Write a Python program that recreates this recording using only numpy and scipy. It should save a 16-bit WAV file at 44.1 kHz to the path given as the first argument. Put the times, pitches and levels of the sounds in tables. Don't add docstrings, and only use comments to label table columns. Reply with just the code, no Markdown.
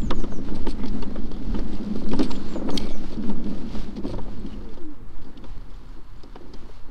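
import sys
import numpy as np
from scipy import signal
from scipy.fft import rfft, irfft, next_fast_len
from scipy.io import wavfile
from scipy.ndimage import uniform_filter1d, map_coordinates

SR = 44100
rng = np.random.default_rng(int(sys.argv[2]) if len(sys.argv) > 2 else 0)


def output_pcm(signal):
    pcm = np.clip(np.atleast_2d(signal).T, -1, 1) * 32767
    wavfile.write(sys.argv[1], SR, np.round(pcm).astype(np.int16))


N = 304290
T = np.arange(N) / SR

# (time [s], body shaking [dB], leaf crackle [dB], tyre roll [dB])
RIDE_LEVELS = [(0.0, -38, -56.5, -54), (0.2, -35.5, -56.5, -53.5), (0.6, -34, -56.5, -53),
               (1.0, -32.5, -56.5, -51), (1.3, -33, -57.5, -56), (1.62, -32, -53.5, -50.5),
               (2.0, -30, -54.5, -56), (2.25, -30.5, -49, -48), (2.5, -33.5, -52, -49.5),
               (2.8, -32.5, -58, -46.5), (3.08, -35, -54, -54), (3.5, -34.5, -56, -56),
               (3.85, -35.5, -50, -53.5), (3.97, -38, -60.5, -60), (4.2, -35, -58.5, -56),
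               (4.6, -38.5, -60.5, -56), (4.85, -43.5, -67, -59.5), (5.05, -50, -71, -60.5),
               (5.3, -44.5, -66, -58), (5.55, -50, -60.5, -58), (6.05, -53.5, -66, -64.5),
               (6.35, -50, -61, -61.5), (6.9, -59, -63.5, -59)]
# (frequency [Hz], width [Hz], level [dB])
SHELL_MODES = [(257.5, 28.2, -4), (332.7, 35.4, -5), (351.8, 40.8, -5.5), (426, 13, -23.5)]
# (frequency [Hz], width of one pass [Hz], level [dB])
WHEEL_MODES = [(210.5, 65.6, 0)]
# (time [s], strength [dB], wheel mounting relative to shell [dB])
BUMPS_HIT = [(0.038, -38, 14), (0.113, -25.5, -6), (0.19, -30.5, -4), (0.25, -39, 10), (0.39, -55, -2),
             (0.519, -34, 4), (0.676, -24.5, -7), (0.846, -25.5, -4), (0.95, -50, 21), (1.17, -37, -12),
             (1.55, -33.5, 6), (2.129, -21.5, -11), (2.209, -17, -0.5), (2.33, -32, -13), (2.57, -32, -7),
             (2.66, -31, -15), (2.75, -23, -25), (2.84, -28, -3), (3.02, -41.5, 8), (3.19, -40, 16),
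             (3.245, -30, 3), (3.298, -26, 5), (3.38, -48, 20.5), (3.469, -32.5, 6), (3.52, -43, 16),
             (3.56, -49, 10), (3.66, -51, 20), (3.75, -47, 14), (3.982, -29.5, 3.5), (4.059, -24, -8),
             (4.15, -38, -20), (4.458, -37.5, 7.5), (5.268, -44.5, 3), (5.31, -51, -5), (5.38, -43, -1),
             (5.45, -43, -9), (5.7, -51, -2), (5.82, -50, -6), (5.979, -42.5, -4.5), (6.26, -47, 1),
             (6.378, -45, -23), (6.42, -43, -20), (6.455, -41, -21), (6.5, -42, -20), (6.549, -39.5, -9),
             (6.63, -43, -3), (6.66, -44, -8), (6.891, -41.5, -19)]
BUMP_RISE_S, BUMP_FALL_S = 0.018, 0.025
STEADY_S = 0.018
WHEEL_DB, WHEEL_GROWS, WHEEL_SWING_DB = 1.5, 0.53, 1

# (time [s], peak [dB], favoured frequency [Hz], change per octave from KNOCK_HZ [dB])
PANEL_KNOCKS = [(0.108, -15.5, 1110, 0), (0.112, -19, 470, -8), (0.237, -21, 546, -2.5),
                (0.32, -24.5, 517, -7), (0.385, -30, 536, -14), (0.485, -24, 528, -2.5),
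                (0.562, -30.5, 485, -9), (0.666, -17.5, 543, 1.5), (0.834, -26.5, 880, -1),
                (1.024, -25, 482, 3), (1.111, -31, 482, -9), (1.158, -23.5, 573, -4),
                (1.313, -24.5, 585, -5), (1.544, -23.5, 890, -0.5), (1.589, -20.5, 649, -5.5),
                (1.955, -24.5, 566, -6.5), (2.016, -30, 547, -7), (2.062, -31, 622, -7),
                (2.133, -18, 511, -1), (2.192, -20.5, 522, -3), (2.206, -18.5, 517, -2.5),
                (2.303, -22, 854, -3), (2.556, -17, 519, -8), (2.596, -29, 576, -14),
                (2.615, -21.5, 525, -12), (2.673, -25, 536, -10), (2.688, -18, 510, -3),
                (2.728, -26.5, 595, -15), (2.906, -26, 485, -14), (2.948, -33, 506, -7),
                (3.124, -29, 528, -8), (3.138, -31, 554, -10), (3.235, -28.5, 525, -3),
                (3.293, -28.5, 627, -8), (3.298, -24, 856, -6.5), (3.401, -35, 490, -9),
                (3.467, -32.5, 534, -11), (3.52, -31.5, 490, -9), (3.576, -33, 495, -5),
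                (3.612, -35, 560, -5), (3.701, -37, 482, -3), (3.752, -31.5, 501, -8),
                (3.966, -31, 533, -3), (4.038, -32, 633, -5), (4.051, -25.5, 533, -5),
                (4.094, -25, 480, -7), (4.132, -26.5, 557, -9), (4.14, -25, 1040, -10),
                (4.181, -24.5, 482, -6.5), (4.191, -29, 592, -7), (4.261, -33, 550, -9),
                (4.771, -34.5, 536, -11), (5.441, -34, 474, -10), (6.235, -34.5, 711, -6),
                (6.353, -34, 745, 2.5), (6.357, -26, 746, -4.5), (6.407, -38, 560, -11),
                (6.538, -35.5, 1000, -4), (6.689, -38, 505, -7)]
# (frequency [Hz], level [dB])
PANEL_MODES = [(355, 2.5), (415, 2.5), (520, 2), (630, -4.5), (740, 1), (900, 6.5), (1020, -8.5),
               (1150, 3.5), (1350, -5), (1500, -6.5), (1700, -9.5), (1870, -31), (2050, -16), (2330, -23),
               (2600, -42), (3000, 0.5), (3500, -6.5)]
KNOCK_HZ, KNOCK_CHATTER_S = 422, 0.008
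FAVOUR_DB, FAVOUR_OCTAVES = 5.5, 0.14
STRAY_KNOCKS = 50
STRAY_KNOCK_DB, STRAY_BRIGHT_DB = -1, -8

# (time [s], peak of the ring [dB], favoured frequency [Hz])
FITTING_TICKS = [(0.0154, -42, 3360), (0.1052, -22, 3140), (0.1834, -46, 5000), (0.1984, -43, 5000),
                 (0.2369, -40.5, 3020), (0.5526, -41, 4500), (0.5731, -42, 4000), (0.6195, -44, 4000),
                 (0.6674, -36, 4550), (0.682, -38, 4500), (0.697, -36, 4800), (0.706, -44, 4400),
                 (0.7214, -41, 2960), (0.833, -39, 3500), (0.857, -31, 3070), (0.8814, -36, 4580),
                 (1.0221, -33, 4370), (1.029, -40, 3000), (1.1563, -45, 2340), (1.186, -47, 3800),
                 (1.237, -47, 4200), (1.265, -49, 5300), (1.281, -57, 4800), (1.3139, -37, 4000),
                 (1.34, -45, 3000), (1.45, -49, 5000), (1.505, -45, 4600), (1.5833, -43, 2300),
                 (1.592, -36.5, 4680), (1.678, -43.5, 3000), (1.7295, -38.5, 3500), (1.75, -41, 5000),
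                 (1.81, -45, 4300), (1.83, -43.5, 4300), (1.91, -50, 4000), (1.936, -44, 4000),
                 (1.9579, -41, 6000), (1.98, -54, 6300), (2.005, -45, 4500), (2.02, -50, 4200),
                 (2.0882, -36, 5500), (2.1131, -31, 2330), (2.1284, -32, 4480), (2.163, -42, 8400),
                 (2.1905, -24, 4500), (2.208, -32, 4000), (2.2288, -30, 4350), (2.243, -37, 4500),
                 (2.252, -38, 4500), (2.26, -47, 3300), (2.278, -56, 4400), (2.3082, -34, 4250),
                 (2.3526, -37, 2870), (2.5356, -35, 2780), (2.5704, -47, 3590), (2.687, -44, 2480),
                 (2.7028, -29.5, 4370), (2.7746, -12, 4200), (2.8, -33, 4700), (2.8254, -43, 2320),
                 (2.834, -39, 3800), (2.841, -40, 3500), (2.8534, -43, 7000), (2.8863, -36, 2920),
                 (2.8974, -36.5, 3500), (2.906, -39, 3200), (2.915, -40, 3600), (2.926, -42, 3500),
                 (2.976, -47, 3500), (3.019, -55, 5500), (3.1208, -41, 4280), (3.225, -42, 3500),
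                 (3.2944, -36, 2830), (3.4416, -36, 3500), (3.4644, -43, 3290), (3.69, -43, 3310),
                 (3.8033, -42, 2890), (3.9679, -37.5, 4260), (3.984, -45, 4200), (4.037, -47, 2900),
                 (4.0542, -45, 4500), (4.064, -42, 3600), (4.076, -45, 4300), (4.115, -45, 4000),
                 (4.1315, -43, 3230), (4.151, -45, 4800), (4.183, -47, 3500), (4.215, -48, 3300),
                 (4.231, -50, 3500), (4.4608, -41, 3500), (4.69, -47, 3500), (4.72, -53, 4300),
                 (4.7401, -45, 4000), (4.7721, -47, 3260), (5.1781, -53, 2800), (5.2175, -51, 4000),
                 (5.245, -48.5, 3770), (5.3732, -40.5, 3480), (5.4395, -41.5, 2400), (6.2083, -48, 3300),
                 (6.2332, -39, 4400), (6.3565, -45, 3600), (6.536, -39, 4940), (6.542, -47, 3600)]
# (frequency [Hz], level [dB])
FITTING_MODES = [(2400, 3), (2900, 2), (3354, 12), (3650, 10), (3950, 5), (4366, 13.5), (4780, 12),
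                 (5329, 8.5), (5700, 0.5), (6150, -12), (6700, -8), (7300, -13), (8350, 4.5), (9400, -28),
                 (11300, -36), (13800, -40)]
TICK_FOCUS_DB, TICK_CHATTER_S, TICK_T60_S = -11.5, 0.0021, 0.0084
CHATTER_GROWS = 0.21
CRACK_DB, CRACK_S, CRACK_GROWS = -29.5, 0.003, 0.57
CRACK_COLOUR = [1, 2, 0, -2, -1]
STRAY_TICKS = 80
JINGLE_DB, STRAY_DB = -12, 6.5

# (time [s], length before stretching by half [s], level [dB], added sizzle [dB])
BAG_SCRAPES = [(0.536, 0.025, -48, -11), (0.654, 0.057, -46.5, -9), (2.205, 0.047, -43, -12),
               (2.297, 0.02, -37, -23), (2.645, 0.064, -55, -10.5), (2.65, 0.19, -48.5, -14),
               (2.824, 0.026, -61, -23), (2.875, 0.045, -55, -9), (3.114, 0.035, -51.5, -19),
               (3.437, 0.074, -52, -14), (3.707, 0.1, -62, -23), (4.023, 0.089, -51, -14),
               (4.5, 0.029, -65, -25), (4.676, 0.072, -59.5, -16), (5.206, 0.026, -63, -18),
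               (0.863, 0.026, -47, -27), (1.9, 0.13, -56, -12), (3.953, 0.026, -50, -25),
               (6.525, 0.015, -60, -31)]
# (frequency [Hz], relative level [dB])
RUB_COLOUR = [(1500, -36), (2300, 0.5), (3300, -2.5), (4400, 6), (5300, -6), (6500, -12), (9000, -70)]
# (frequency [Hz], relative level [dB])
SIZZLE_COLOUR = [(5500, -57), (7500, -8), (8800, -3), (10000, -17), (13000, -28), (15700, -35)]
# (time [s], length [s], pitch [Hz], level [dB])
JOINT_SQUEAKS = [(0.767, 0.12, 2080, -52.5), (1.045, 0.15, 4200, -64), (1.289, 0.12, 3410, -59),
                 (1.763, 0.025, 2700, -59), (2.012, 0.12, 4080, -58), (2.347, 0.18, 4380, -58),
                 (2.715, 0.3, 2276, -54), (3.603, 0.25, 4540, -63), (4.496, 0.062, 2930, -54.5),
                 (5.2, 0.15, 4700, -70)]

# (time [s], rocking before the seat limits it [dB], buffeting [dB])
HEAVE_LEVELS = [(0.0, -18.5, -26), (0.17, -5, -26.5), (0.35, -10.5, -29.5), (1.4, -15.5, -33),
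                (1.55, -6, -27), (1.88, -17.5, -34), (2.15, -5, -29.5), (2.42, -13, -35.5),
                (2.98, -12, -34), (3.35, -11.5, -33.5), (3.55, -20, -34), (3.8, -17, -31), (3.96, -27, -35),
                (4.08, -16.5, -29), (4.7, -24, -38), (4.9, -17.5, -43), (5.3, -28.5, -39.5),
                (6.9, -27.5, -41)]
# (frequency [Hz], relative level [dB])
SWAY_COLOUR = [(.5, -7), (2, 4.5), (8, 2), (14, -23), (22, -76), (40, -120)]
# (frequency [Hz], relative level [dB])
BUFFET_COLOUR = [(10, -53), (18, 0.5), (40, -6), (75, -18.5), (120, -18), (160, -25.5), (220, -32.5),
                 (400, -120)]

# (frequency [Hz], relative level [dB])
LEAF_COLOUR = [(1060, -3), (1800, -8), (2080, -6), (2450, -7), (3040, -4), (3320, -7), (3840, -5.5),
               (4470, -6), (7340, -19), (11600, -31), (15500, -39)]
# (frequency [Hz], relative level [dB])
ROLL_COLOUR = [(240, -44), (400, 0), (486, 2.5), (661, -5.5), (815, 0), (912, -1.5), (976, -7),
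               (1240, -4.5), (2400, -18), (3120, -49), (5280, -120)]
SNAPS_PER_S, SNAP_DB, SNAP_SPREAD_DB, SNAP_T60_S = 70, -10, 4.5, 0.0094
# (time [s], length [s], level [dB])
LEAF_CRUNCHES = [(0.66, 0.07, -65), (1.002, 0.043, -65), (1.93, 0.06, -69), (2.207, 0.073, -63),
                 (2.29, 0.04, -70), (2.66, 0.18, -58), (2.773, 0.16, -68), (2.86, 0.19, -65.5),
                 (3.43, 0.1, -75), (3.698, 0.1, -71), (4.042, 0.096, -67)]
# (frequency [Hz], relative level [dB])
CRISP_COLOUR = [(4000, -40), (6500, -2), (9000, 2), (11000, -2), (13000, -6), (15700, -3)]

# (time [s], gear mesh frequency [Hz])
WHINE_PITCH = [(4.5, 545), (4.62, 497), (4.72, 425), (4.8, 356), (4.86, 310.5), (4.92, 290.3),
               (4.97, 253.7), (5.09, 180), (5.26, 118.3)]
# (frequency [Hz], level [dB])
HOUSING_LEVELS = [(170, -70), (205, -55), (245, -51), (270, -46), (295, -41), (345, -41), (375, -51),
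                  (400, -62), (425, -46), (460, -50), (500, -50), (520, -56), (560, -75)]
SECOND_DB, SECOND_HZ, SECOND_WIDTH_HZ = -57, 375, 145

# (start [s], length [s], start pitch [Hz], fall before the hook [Hz], level [dB])
BIRD_NOTES = [(-.01, 0.096, 7650, 1200, -56), (0.137, 0.099, 7170, 1530, -56),
              (0.303, 0.079, 6620, 1060, -56), (2.265, 0.11, 7780, 580, -57.5),
              (2.479, 0.114, 7650, 840, -58.5), (2.701, 0.072, 6800, 1050, -50.5),
              (2.9, 0.076, 6670, 1004, -55.5)]
HOOK_HZ = 600
# (time [s], start pitch [Hz], peak [dB])
DISTANT_CHIRPS = [(1.443, 7840, -66), (1.727, 7900, -59), (4.39, 7850, -61), (5.75, 7300, -69),
                  (5.88, 7400, -68), (6.17, 7240, -68)]
CHIRP_S = 0.021

# (time [s], level [dB])
HISS_LEVELS = [(4.3, -72), (4.41, -61), (4.92, -91), (5.21, -74), (5.43, -72), (5.59, -65), (5.76, -79),
               (5.97, -68), (6.33, -71), (6.78, -62), (6.9, -66)]
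# (frequency [Hz], width of one pass [Hz], level [dB])
HISS_MODES = [(4310, 490, 0)]
# (frequency [Hz], relative level [dB])
AIR_COLOUR = [(88, -44), (150, -29), (259, 10), (320, -19.5), (620, -16.5), (988, -1), (2460, -18.5),
              (3700, -22), (4590, -26), (5500, -29), (6770, -29.5), (13600, -33.5), (15600, -40)]
AIR_DB = -57.5
TOP_HZ = 15780


def amp(db):
    return 10 ** (np.asarray(db) / 20)


def unit(x):
    return x / np.sqrt(np.mean(x ** 2) + 1e-20)


def curves(rows):
    s, *cols = np.transpose(rows)
    return [np.interp(T, s, c) for c in cols]


def wobble(rate):
    points = rng.standard_normal(int(N * rate / SR) + 4)
    return map_coordinates(points, [T * rate])


def filtered(x, response):
    m = next_fast_len(N + SR // 2)
    return irfft(rfft(x, m) * response(np.fft.rfftfreq(m, 1 / SR)), m)[..., :N]


def coloured(x, points):
    f, db = np.transpose(points)
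    return unit(filtered(x, lambda hz: amp(np.interp(np.log(hz + .1), np.log(f + .1), db))))


def resonant(x, modes):
    def response(f):
        return sum((-1) ** k * amp(db) * 1j * f * w / (c * c - f * f + 1j * f * w)
                   for k, (c, w, db) in enumerate(modes))
    return filtered(x, response)


def steady(x):
    power = np.abs(uniform_filter1d(x ** 2, round(STEADY_S * SR)))
    return unit(x / np.sqrt(power + .05))


def grainy(spread_db, rate, clump_db):
    size = amp(spread_db * np.minimum(rng.exponential(size=N), 5) + clump_db * wobble(rate))
    return unit(size * rng.standard_normal(N))


def blow(modes, gains_db, t60, chatter, size):
    t = np.arange(size) / SR
    hz, db = np.transpose(modes)
    draw = rng.standard_normal((2, len(hz)))
    gain = amp(db + gains_db(hz) + 2.5 * draw[0])
    life = t60 * (hz[:, None] / hz[0]) ** -.4
    detuned = hz * (1 + 0.015 * draw[1])
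    ring = amp(-60 * t / life) * np.sin(2 * np.pi * np.outer(detuned, t))
    ring *= 1 - np.exp(-t / 0.00057)
    fade = np.exp(-t / max(chatter, .0005))
    contacts = rng.standard_normal(len(t)) ** 3 * fade * (1 + np.minimum(t / 0.00092, 1))
    contacts[0] = 4
    driven = signal.fftconvolve(ring, contacts[None], axes=1)[:, :len(t)]
    strength = gain * np.linalg.norm(ring, axis=1) / np.linalg.norm(driven, axis=1)
    ring = strength @ driven
    return ring / np.abs(ring).max()


def boom():
    shake_db = curves(RIDE_LEVELS)[0]
    shell = amp(shake_db + 0.49 * wobble(9))
    wheel_db = WHEEL_DB + WHEEL_GROWS * (shake_db - shake_db.mean()) + WHEEL_SWING_DB * wobble(15)
    wheel = shell * amp(wheel_db)
    shell_thud, wheel_thud = np.zeros((2, N))
    for s, db, extra_db in BUMPS_HIT:
        width = np.where(T < s, BUMP_RISE_S, BUMP_FALL_S)
        thud = amp(db) * np.exp(-((T - s) / width) ** 2)
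        shell_thud += thud
        wheel_thud += amp(extra_db) * thud

    def suspension(f):
        return (1j * f / 170) ** 3 / (1 + 1j * f / 170) ** 3 / (1 + 1j * f / 500)

    jolts = filtered(grainy(spread_db=2.5, rate=47, clump_db=-1.5), suspension)
    body = unit(resonant(jolts, SHELL_MODES))
    mount = unit(resonant(resonant(jolts, WHEEL_MODES), WHEEL_MODES))
    rolling = shell * body + wheel * mount
    thuds = shell_thud * steady(body) + wheel_thud * steady(mount)
    return amp(-7.0) * (rolling + thuds)


def knocks():
    out = np.zeros(N + SR)
    u = rng.random((STRAY_KNOCKS, 4))
    when = u[:, 0] * T[-1]
    level_db = np.interp(when, T, curves(RIDE_LEVELS)[0]) + STRAY_KNOCK_DB + 8 * (u[:, 1] - .5)
    stray = np.c_[when, level_db, 450 * 2 ** (1.5 * u[:, 3]), STRAY_BRIGHT_DB + 8 * (u[:, 2] - .5)]
    for s, db, hz0, bright_db in [*PANEL_KNOCKS, *stray]:
        def colour_db(hz):
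            near = np.exp(-(np.log2(hz / hz0) / FAVOUR_OCTAVES) ** 2)
            return bright_db * np.abs(np.log2(hz / KNOCK_HZ)) + FAVOUR_DB * near

        ring = blow(PANEL_MODES, colour_db, t60=0.026, chatter=KNOCK_CHATTER_S, size=3000)
        out[round(s * SR):][:len(ring)] += amp(db) * ring
    return out[:N]


def ticks():
    out = np.zeros(N + SR)
    u = rng.random((STRAY_TICKS, 3))
    when = u[:, 0] * T[-1]
    level_db = np.interp(when, T, curves(RIDE_LEVELS)[1]) + STRAY_DB + 8 * (u[:, 1] - .5)
    stray = np.c_[when, level_db, 2300 * 2 ** (1.2 * u[:, 2])]
    loudest_db = np.max(FITTING_TICKS, 0)[1]
    for s, db, hz0 in [*FITTING_TICKS, *stray]:
        def focus_db(hz):
            return TICK_FOCUS_DB * np.abs(np.log2(hz / hz0))

        chatter = TICK_CHATTER_S * amp(CHATTER_GROWS * (loudest_db - db))
        ring = blow(FITTING_MODES, focus_db, t60=TICK_T60_S, chatter=chatter, size=1400)
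        crack_db = CRACK_DB + CRACK_GROWS * (db - loudest_db) - 60 * T[:len(ring)] / CRACK_S
        ring += amp(crack_db) * np.convolve(rng.standard_normal(len(ring)), CRACK_COLOUR, "same")
        out[round(s * SR):][:len(ring)] += amp(db) * ring
    return out[:N]


def jingle():
    hits = rng.random(N) < 500 / SR
    size = amp(3.5 * np.minimum(rng.exponential(size=N), 3))
    contacts = hits * size * rng.standard_normal(N)
    ring = resonant(contacts, [(hz, 90, db) for hz, db in FITTING_MODES])
    softened = unit(filtered(ring, lambda f: 1 / (1 + (f / 6000) ** 6)))
    return amp(curves(RIDE_LEVELS)[1] + JINGLE_DB) * softened


def scrapes():
    rub, sizzle = np.zeros((2, N))
    for s, length, db, sizzle_db in BAG_SCRAPES:
        stroke = np.hanning(round(1.5 * length * SR))
        rub[round(s * SR):][:len(stroke)] += amp(db) * stroke
        sizzle[round(s * SR):][:len(stroke)] += amp(db + sizzle_db) * stroke
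    grains = grainy(spread_db=5, rate=110, clump_db=3.5)
    return rub * coloured(grains, RUB_COLOUR) + sizzle * coloured(grains, SIZZLE_COLOUR)


def squeaks():
    out = np.zeros(N)
    for s, length, hz, db in JOINT_SQUEAKS:
        t = np.arange(round(length * SR)) / SR
        grip = signal.lfilter([1], [1, -.988], rng.standard_normal(len(t)))
        tone = unit(grip * np.sin(2 * np.pi * hz * t))
        out[round(s * SR):][:len(t)] += amp(db) * np.sqrt(np.hanning(len(t))) * tone
    return out


def heave():
    heave_db, buffet_db = curves(HEAVE_LEVELS)
    sway = amp(heave_db) * coloured(rng.standard_normal(N), SWAY_COLOUR)
    buffet = coloured(amp(2.2 * wobble(8)) * rng.standard_normal(N), BUFFET_COLOUR)
    limited = 0.36 * np.tanh(sway / 0.37)
    return limited + amp(buffet_db) * buffet


def tyres():
    crackle_db, roll_db = curves(RIDE_LEVELS)[1:]
    shared = 1.5 * np.tanh(wobble(15) / 1.5)
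    leaf_grains = grainy(spread_db=3, rate=130, clump_db=0.5)
    crackle = coloured(amp(3.4 * shared) * leaf_grains, LEAF_COLOUR)
    roll_grains = grainy(spread_db=4, rate=70, clump_db=1.5)
    roll = coloured(amp(.6 * shared) * roll_grains, ROLL_COLOUR)
    return amp(crackle_db) * crackle + amp(roll_db) * roll


def snaps():
    hits = rng.random(N) < SNAPS_PER_S / SR
    breaks = hits * amp(SNAP_SPREAD_DB * np.minimum(rng.exponential(size=N), 3))
    burst = signal.fftconvolve(breaks, amp(-60 * T[:600] / SNAP_T60_S))[:N]
    cracks = coloured(burst * rng.standard_normal(N), LEAF_COLOUR)
    return amp(curves(RIDE_LEVELS)[1] + SNAP_DB) * cracks


def crunch():
    swell = np.zeros(N)
    for s, length, db in LEAF_CRUNCHES:
        stroke = np.hanning(round(length * SR))
        swell[round(s * SR):][:len(stroke)] += amp(db) * stroke
    return swell * coloured(grainy(spread_db=-2.0, rate=69, clump_db=6), CRISP_COLOUR)


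def motor():
    hz, = curves(WHINE_PITCH)
    first = amp(np.interp(hz, *np.transpose(HOUSING_LEVELS)))
    turn = 2 * np.pi * np.cumsum(hz * (1 + 0.0081 * wobble(40))) / SR
    in_range = np.exp(-((2 * hz - SECOND_HZ) / SECOND_WIDTH_HZ) ** 4)
    second = amp(SECOND_DB + 2.5 * wobble(35)) * in_range
    on = (T > WHINE_PITCH[0][0]) & (T < WHINE_PITCH[-1][0])
    flutter = amp(1.6 * wobble(30))
    return np.sqrt(2) * on * flutter * (first * np.sin(turn) + second * np.sin(2 * turn))


def bird():
    out = np.zeros(N)
    for start, length, start_hz, fall_hz, db in BIRD_NOTES:
        u = np.clip((T - start) / length, 0, 1)
        hz = start_hz - fall_hz * u - HOOK_HZ * u ** 9
        shape = np.clip(u / 0.11, 0, 1) * np.clip((1 - u) / 0.1, 0, 1) * (0.56 + 0.42 * u)
        out += np.sqrt(2) * amp(db) * shape * np.sin(2 * np.pi * np.cumsum(hz) / SR)
    out *= amp(2.4 * wobble(90))
    t = np.arange(SR // 4) / SR
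    tail = rng.standard_normal(len(t)) * amp(-60 * t / 0.25)
    echo = signal.fftconvolve(out, tail / np.linalg.norm(tail))[:N]
    return out + amp(-3.5) * echo


def far_bird():
    out = np.zeros(N)
    t = np.arange(round(CHIRP_S * SR)) / SR
    for s, hz, db in DISTANT_CHIRPS:
        tone = np.sin(2 * np.pi * hz * t * (1 - 0.017 * t / CHIRP_S))
        out[round(s * SR):][:len(t)] += amp(db) * np.hanning(len(t)) * tone
    return out


def hiss():
    band = unit(resonant(resonant(rng.standard_normal(N), HISS_MODES), HISS_MODES))
    return amp(curves(HISS_LEVELS)[0] - 7.5 + 0.72 * wobble(5.9)) * band


def quiet_air():
    return amp(AIR_DB) * coloured(rng.standard_normal(N), AIR_COLOUR)


def scene():
    rattles = knocks() + ticks() + jingle() + scrapes() + squeaks()
    ground = tyres() + snaps() + crunch()
    birds = bird() + far_bird()
    return (boom() + rattles + heave() + ground + motor() + birds + hiss() + quiet_air())[None]


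def record(dry):
    drift = np.linspace(dry[:, 0], dry[:, -1], N, axis=1)
    return drift + filtered(dry - drift, lambda hz: hz < TOP_HZ)


dry = scene()
out = record(dry)
output_pcm(out)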